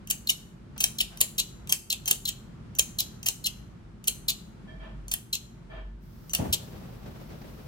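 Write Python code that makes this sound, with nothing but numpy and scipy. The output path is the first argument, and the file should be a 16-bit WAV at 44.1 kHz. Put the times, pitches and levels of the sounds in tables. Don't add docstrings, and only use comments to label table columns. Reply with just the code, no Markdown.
import sys
import numpy as np
from scipy import signal
from scipy.fft import rfft, irfft, next_fast_len
from scipy.io import wavfile
from scipy.ndimage import uniform_filter1d

SR = 44100
rng = np.random.default_rng(int(sys.argv[2]) if len(sys.argv) > 2 else 0)


def file_out(sig):
    cols = np.atleast_2d(sig).T
    lim = np.clip(cols, -1, 1)
    pcm = np.round(lim * 32767).astype(np.int16)
    wavfile.write(sys.argv[1], SR, pcm)


N = 338247

# start, loading time, travel time and bite swell in seconds,
# then tick, creak, bite and snap in relative dB.
SQUEEZE_CUES = [(0.0731, 0.027, 0.01, 0.0033, -37, -53.5, -20.5, -13.5),
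                (0.779, .024, .0375, 0.0042, -32, -45, -20, -8.5),
                (1.1732, .0315, .0085, .007, -34, -53, -18.5, -7.5),
                (1.673, .020, 0.031, 0.0026, -38.5, -66, -25, -10),
                (2.0576, .0185, 0.035, 0.0039, -27.5, -42, -19.5, -8.5),
                (2.7516, .034, 0.0085, 0.0039, -37.5, -46, -17.5, -8.5),
                (3.2296, .0295, .0268, 0.0053, -32, -51, -21, -13.5),
                (4.0413, .031, .009, 0.0038, -37, -55, -21, -11.5),
                (5.0815, 0.032, 0.025, 0.0027, -35.5, -50, -21.5, -15),
                (6.2954, 0.038, 0.016, 0.0021, -38.5, -42.5, -20, -15)]
# start and travel time in seconds, opening rasp, closing rasp, stall depth and
# knock in relative dB, squeak swell in seconds, squeak pitch in Hz, squeak level in relative dB.
RETURN_CUES = [(.271, 0.031, -31.5, -25, 26, -16.5, 0.003, 4090, -26),
               (.984, 0.028, -26.5, -29.5, 29, -17.5, .006, 4093, -29),
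               (1.380, .020, -24.5, -28, 4.5, -17, 0.013, 3970, -26),
               (1.9, 0.027, -24, -38.5, 8.5, -18.5, 0.0086, 4200, -26),
               (2.252, 0.038, -29.5, -34.5, 15.5, -20, 0.0069, 4160, -26.5),
               (2.985, 0.02, -26, -31.5, 6.5, -18.5, 0.0056, 4110, -25.5),
               (3.4392, .0295, -36.5, -27.5, 12.5, -18.5, .012, 4090, -29.5),
               (4.281, 0.023, -26, -30.5, -0.5, -24, 0.0059, 4063, -21.5),
               (5.327, 0.026, -30, -38, -0.5, -25, 0.0058, 4122, -22.5),
               (6.525, 0.019, -23, -27, -1, -26, 0.0084, 3900, -40)]
# pitch in Hz, time to fade by 60 dB in seconds,
# relative dB when squeezed, relative dB when slack.
STEEL_MODES = [(905, 0.021, -29, -32.5), (1885, 0.093, -22, -22.5), (2786, 0.025, -5, -8),
               (3218, 0.036, -14.5, -10.5), (3170, 0.034, -4.5, -6), (3790, 0.036, -19.5, -6),
               (4170, .3, -28, -20.5), (4280, 0.099, -17.5, -6), (5317, 0.016, -18, -11.5),
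               (5530, 0.12, -22.5, -20.5), (6330, 0.02, -0.5, -10), (6270, 0.57, -20.5, -18.5),
               (7200, 0.011, -19.5, -13.5), (7660, 0.038, -14, -13.5), (7500, 0.15, -13.5, -14.5),
               (10170, 0.017, -11.5, -16.5), (12600, .008, -5, -16.5), (10860, 0.028, -15.5, -15),
               (13000, .015, -18, -11), (15400, 0.024, -19, -6)]
# frequency in Hz, relative level in dB.
CRACK_SPECTRUM = [(100, -28.5), (400, -18), (850, -27), (1400, -20.5), (2100, -7.5), (2700, 0.5), (3700, 2),
                  (5000, -1), (7500, 5.5), (9500, 2), (12000, 3.5), (13700, 0.5), (15500, 0)]
# frequency in Hz, boost or cut in dB.
SLACK_EQ = [(300, -6), (1500, -4.5), (3200, 11.5), (7500, 4.5), (9300, -0.5), (12000, 7.5), (15500, -1.5)]
# frequency in Hz, relative level in dB.
JET_SPECTRUM = [(1500, -16.5), (2300, -9.5), (3300, -3), (5400, 2.5), (7000, -5.5), (10000, -6.5),
                (12500, 2), (13700, 1.5), (15500, 2)]
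# time in seconds, hiss level in dB.
JET_FADER = [(5.97, -100), (6.03, -66), (6.4, -55), (7.0, -62), (7.67, -58.5)]
# frequency in Hz, relative level in dB.
FLAME_SPECTRUM = [(30, 5.5), (70, -0.5), (140, 4.5), (300, -6), (600, -8.5), (1000, -15.5), (1800, -21.5),
                  (3500, -25), (7000, -34.5), (14000, -40)]
# frequency in Hz, relative level in dB.
POP_SPECTRUM = [(30, -26), (70, 5.5), (130, 2.5), (280, -3), (450, -9), (850, -11.5), (1300, -25),
                (2500, -28.5), (6000, -40)]
# start and rise in seconds, relative dB.
FLARE_CUES = [(6.382, 0.016, -27), (6.409, 0.014, -29.5), (6.432, 0.023, -30), (6.484, 0.013, -35),
              (6.525, 0.013, -37.5), (7.050, 0.025, -42.5)]
# start and length in seconds, then legs, scuff and floor drone in dB.
SHOVE_CUES = [(4.67, 0.064, -51, -68, -46), (4.793, 0.087, -51, -50.5, -42), (5.692, 0.097, -49, -49, -40)]
# pitch in Hz, bandwidth in Hz, relative level in dB.
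LEG_MODES = [(643, 35, 3.5), (1757, 51, 2), (2324, 33, -7), (3212, 44, -5), (3860, 90, -26),
             (4700, 79, -21.5)]
# frequency in Hz, relative level in dB.
SCUFF_SPECTRUM = [(150, -3.5), (600, 5.5), (1400, 1), (2000, -7), (2800, -4.5), (3700, -11), (4400, -22),
                  (9000, -42)]
# start in seconds, rise in seconds, level in dB.
BRUSH_CUES = [(.760, 0.0074, -49.5), (1.095, 0.039, -54), (7.058, 0.0053, -49), (7.288, 0.02, -53.5),
              (7.413, 0.0065, -50)]
# frequency in Hz, relative level in dB.
CLOTH_SPECTRUM = [(150, -34), (600, 10), (1000, 4), (1500, 4), (3000, -7), (6000, -8), (12000, -41)]
# frequency in Hz, relative level in dB.
DUCT_SPECTRUM = [(30, -4.5), (55, 0.5), (80, -7), (120, -1.5), (215, -5), (300, -15), (550, -22.5),
                 (800, -25.5), (1300, -25.5), (2000, -32), (4100, -39), (8000, -47.5), (12000, -55),
                 (16000, -78.5)]
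# pitch in Hz, level in dB.
FAN_TONES = [(46, -57), (170, -59.5), (220, -62), (339, -66), (392, -70.5), (888, -81)]
# frequency in Hz, time to fade by 60 dB in seconds.
LAB_DECAY = [(200, 0.32), (1000, 0.35), (3500, 0.46), (7000, 0.47), (11500, 0.45), (13500, 0.46),
             (16000, 0.5)]
# frequency in Hz, boost or cut in dB.
REFLECTION_EQ = [(200, 3.5), (700, 17), (1300, 10), (2200, 6), (3000, 3.5), (5000, 1), (7300, 1.5),
                 (9500, 1.5), (16000, -7)]
# frequency in Hz, left-right correlation from 0 to 1.
STEREO_LIKENESS = [(30, 0.83), (120, 1), (250, 0.47), (500, 0.029), (1000, 0.0082), (16000, 0)]
# frequency in Hz, left minus right in dB.
LEFT_BALANCE = [(500, 5.5), (2500, -0.5), (5000, 4), (8000, 2), (16000, -3)]
# frequency in Hz, left's lead in radians.
LEFT_PHASE_LEAD = [(20, -0.5), (600, 2), (1500, 3), (2800, 3.5), (4400, 5.5), (6200, 8), (7100, 7),
                   (8000, 11), (9300, 2.5), (10400, 1.85), (12000, 0.5), (13200, -9.5), (15000, -5)]


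def squeezes(creak_hz=6050, skid_db=-15, run_up_db=-12.5, run_up_s=.003):
    t = np.arange(SR // 10) / SR
    drive, song = np.zeros((2, N))
    for start, loading, travel, swell, tick_db, creak_db, bite_db, snap_db in SQUEEZE_CUES:
        add(drive, start, gain_of(tick_db) * knock(spark_db=-20))
        add(song, start, gain_of(creak_db) * squeak(creak_hz, swell_s=.013, wobble=.012))
        bite = gain_of(bite_db) * np.maximum(hump(t / swell), gain_of(skid_db))
        run_up = gain_of(snap_db + run_up_db) * np.exp(-abs(t - travel) / run_up_s)
        pressure = np.hypot(bite, run_up) * held(t, rise_s=.0005, length_s=travel, fade_s=.0013)
        add(drive, start + loading, rasp(pressure, teeth_per_s=2600, grit=.4))
        add(drive, start + loading + travel, gain_of(snap_db) * knock(spark_db=-26.5))
    return steel_body(drive, slack=False, ring_db=-4.5) + singing_wire(song)


def returns(chirp_hz=2986, chirp_lead_s=.0099):
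    t = np.arange(SR // 10) / SR
    drive, song = np.zeros((2, N))
    for start, travel, start_db, end_db, stall_db, knock_db, swell, hz, squeak_db in RETURN_CUES:
        progress = np.minimum(t / travel, 1)
        stall = np.exp(-((progress - .4) / .2) ** 2)
        pressure_db = start_db + (end_db - start_db) * progress - stall_db * stall
        pressure = gain_of(pressure_db) * held(t, rise_s=.0035, length_s=travel, fade_s=.004)
        add(drive, start, gain_of(4.5) * rasp(pressure, teeth_per_s=2700, grit=.25))
        add(drive, start + travel, gain_of(knock_db) * knock(spark_db=-37.5))
        add(song, start, gain_of(squeak_db) * squeak(hz, swell, wobble=.032))
        chirp = squeak(chirp_hz, swell_s=.005, wobble=.057, feed_per_s=3, ring_t60=.2)
        chirp_db = end_db - 9 + .69 * stall_db
        add(song, start + travel - chirp_lead_s, gain_of(chirp_db) * chirp)
    return steel_body(drive, slack=True, ring_db=-7) + singing_wire(song)


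def rasp(pressure, teeth_per_s, grit):
    jitter, size, dust = rng.standard_normal((3, SR // 10))[:, :len(pressure)]
    teeth_passed = np.floor(np.cumsum(1 + jitter) * teeth_per_s / SR)
    clicks = np.diff(teeth_passed, prepend=0) * np.tanh(2 * size)
    return pressure * unit_rms(clicks + grit * dust)


def knock(spark_db, crush_s=.00078, spark_s=.034, boost_db=2):
    t = np.arange(SR // 12) / SR
    blow = rng.choice([-1, 1], len(t)) * hump(t / crush_s)
    sparks = unit_rms(rng.standard_normal(len(t)) * (rng.random(len(t)) < .04))
    return gain_of(boost_db) * (blow + gain_of(spark_db) * sparks * np.exp(-t / spark_s))


def crack(slack, size=1024):
    hz = abs(np.fft.fftfreq(size, 1 / SR))
    log_gain = np.log(gain_of(curve_at(CRACK_SPECTRUM, hz) + slack * curve_at(SLACK_EQ, hz)))
    minimum_phase = np.exp(np.conj(signal.hilbert(log_gain)))
    click = np.fft.ifft(minimum_phase).real
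    return click / np.linalg.norm(click)


def steel_body(drive, slack, ring_db, detune=.007, room_ring_db=-8):
    t = np.arange(SR // 4) / SR
    click, out = crack(slack), np.zeros((3, N))
    for part in grips(drive):
        body = np.zeros((3, len(t)))
        for hz, t60, squeezed_db, slack_db in STEEL_MODES:
            shift, *phases = rng.standard_normal(4)
            tone = np.cos(2 * np.pi * hz * (1 + detune * shift) * t + np.c_[phases])
            mode = gain_of(-60 * t / t60) * tone
            mode_db = ring_db + (slack_db if slack else squeezed_db)
            body += gain_of(mode_db) * mode / np.linalg.norm(mode[0])
        body[2] *= gain_of(room_ring_db)
        body[:, :len(click)] += click
        out += convolve(part, body / np.linalg.norm(body, axis=1, keepdims=True))
    return out


def squeak(hz, swell_s, wobble, feed_per_s=7.4, ring_t60=.5):
    t = np.arange(SR // 3) / SR
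    burst = hump((t / swell_s) ** 2)
    ring = feed_per_s * np.minimum(t, swell_s) * gain_of(-60 * t / ring_t60)
    slip = unit_rms(uniform_filter1d(rng.standard_normal(len(t)), size=40))
    cycles = np.cumsum(hz * (1 + wobble * slip * burst)) / SR
    return (burst + ring) * np.sqrt(2) * np.sin(2 * np.pi * cycles)


def singing_wire(song):
    return np.array([song, song, song / 2])


def grips(x, count=4, changes_per_s=3):
    place = np.arange(N) / SR * changes_per_s
    return [x * np.clip(1 - abs((place - k + 1) % count - 1), 0, 1) for k in range(count)]


def burner(lit_s=6.39, rise_s=.03, roar_db=-45, flutter_db=3):
    t = np.arange(N) / SR
    lit = np.clip((t - lit_s) / rise_s, 0, 1)
    roar = diffuse_noise(FLAME_SPECTRUM) * lit * gain_of(roar_db + flutter_db * np.tanh(waver(60)))
    pops = diffuse_noise(POP_SPECTRUM) * swells(FLARE_CUES)
    fire = (pops + roar) * gain_of([[.7], [-.7]])
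    jet_db = np.interp(t, *np.transpose(JET_FADER))
    hiss = diffuse_noise(JET_SPECTRUM) * gain_of(jet_db + .6 * waver(22))
    return fire + hiss


def stool(floor_hz=47.2):
    t = np.arange(N) / SR
    sing, scuff, rumble = np.zeros((3, N))
    for start, length, sing_db, scuff_db, rumble_db in SHOVE_CUES:
        age = t - start
        sing += gain_of(sing_db) * held(age, rise_s=.017, length_s=length, fade_s=.055)
        scuff += gain_of(scuff_db) * held(age, rise_s=.037, length_s=length, fade_s=.055)
        rumble += gain_of(rumble_db) * held(age, rise_s=.099, length_s=length + .055, fade_s=.16)
    legs = np.array([sum(gain_of(db) * leg_tone(hz, width) for hz, width, db in LEG_MODES)
                     for ear in range(2)])
    drone = np.sqrt(2) * np.sin(2 * np.pi * floor_hz * t + .49 * waver(12))
    return sing * unit_rms(legs) + scuff * diffuse_noise(SCUFF_SPECTRUM) + rumble * drone


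def leg_tone(hz, width_hz):
    pole = np.exp(-np.pi * width_hz / SR)
    friction = rng.standard_normal(N) + 1j * rng.standard_normal(N)
    envelope = signal.lfilter([1], [1, -2 * pole, pole * pole], friction)
    carrier = np.exp(2j * np.pi * hz * np.arange(N) / SR)
    return unit_rms((envelope * carrier).real)


def sleeve():
    return diffuse_noise(CLOTH_SPECTRUM) * swells(BRUSH_CUES)


def ventilation(duct_db=-47, sway_db=1.5):
    t = np.arange(N) / SR
    hum = sum(gain_of(db) * np.sqrt(2) * np.sin(2 * np.pi * hz * t + 1.3 * waver(9))
              for hz, db in FAN_TONES)
    return diffuse_noise(DUCT_SPECTRUM) * gain_of(duct_db + sway_db * waver(6)) + hum


def lab(source, bench_db=-7, bench_s=.018, tail_db=-16, predelay_s=.0051):
    t = np.arange(SR * 3 // 5) / SR
    out, send = source[:2].copy(), source[2]
    colour = gain_of(curve_at(REFLECTION_EQ, np.fft.rfftfreq(SR, 1 / SR)))
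    for part in grips(send):
        near, far = rng.standard_normal((2, 2, len(t)))
        echoes = np.sign(near) * (rng.random(near.shape) < .1)
        scatter = echoes * (t > .001) * np.exp(-t / bench_s)
        hz, age, bands = signal.stft(far * (t > predelay_s), SR, nperseg=256)
        decay = gain_of(-60 * age / curve_at(LAB_DECAY, hz)[:, None])
        tail = signal.istft(bands * decay, SR, nperseg=256)[1][:, :len(t)]
        reflections = gain_of(bench_db) * unit_rms(scatter) + gain_of(tail_db) * unit_rms(tail)
        response = irfft(rfft(reflections, SR) * colour)[:, :len(t)] / np.sqrt(len(t))
        out += convolve(part, response)
    return out


def from_left(x):
    size = next_fast_len(N)
    hz = np.fft.rfftfreq(size, 1 / SR)
    lean = gain_of(curve_at(LEFT_BALANCE, hz) / 2)
    lag = np.exp(-1j * curve_at(LEFT_PHASE_LEAD, hz))
    return irfft(rfft(x, size) * np.array([lean, lag / lean]), size)[:, :N]


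def diffuse_noise(spectrum):
    size = next_fast_len(N)
    hz = np.fft.rfftfreq(size, 1 / SR)
    left, unrelated = rfft(rng.standard_normal((2, size)))
    likeness = curve_at(STEREO_LIKENESS, hz)
    right = likeness * left + np.sqrt(1 - likeness ** 2) * unrelated
    coloured = np.array([left, right]) * gain_of(curve_at(spectrum, hz))
    return unit_rms(irfft(coloured, size)[:, :N])


def swells(cues):
    t, power = np.arange(N) / SR, np.zeros(N)
    for start, rise, db in cues:
        power += gain_of(db) ** 2 * hump(np.maximum(t - start, 0) / rise) ** 3
    return np.sqrt(power)


def held(t, rise_s, length_s, fade_s):
    return np.clip(t / rise_s, 0, 1) * np.exp(-np.maximum(t - length_s, 0) / fade_s)


def hump(u):
    return u * np.exp(1 - u)


def waver(per_s):
    place = np.arange(N) / SR * per_s
    return unit_rms(np.interp(place, np.arange(N), rng.standard_normal(N)))


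def curve_at(points, hz):
    point_hz, value = np.transpose(points)
    return np.interp(np.log(hz + 1), np.log(point_hz + 1), value)


def gain_of(db):
    return 10 ** (np.asarray(db) / 20)


def unit_rms(x):
    return x / np.sqrt(np.mean(x ** 2) + 1e-20)


def add(mix, start_s, sound):
    part = mix[round(start_s * SR):][:len(sound)]
    part += sound[:len(part)]


def convolve(x, responses):
    return signal.oaconvolve(x[None], responses, axes=1)[:, :N]


def scene():
    hands = sleeve()
    striker = from_left(lab(squeezes() + returns()))
    return striker + hands + ventilation() + stool() + burner()


def record(dry, low_cut_hz=37, high_cut_hz=16000):
    low_cut = signal.butter(5, low_cut_hz, "high", fs=SR, output="sos")
    high_cut = signal.firwin(255, high_cut_hz, window=("kaiser", 8), fs=SR)
    rounded = np.tanh(signal.sosfilt(low_cut, dry))
    return signal.oaconvolve(rounded, high_cut[None], "same")


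dry = scene()
out = record(dry)
file_out(out)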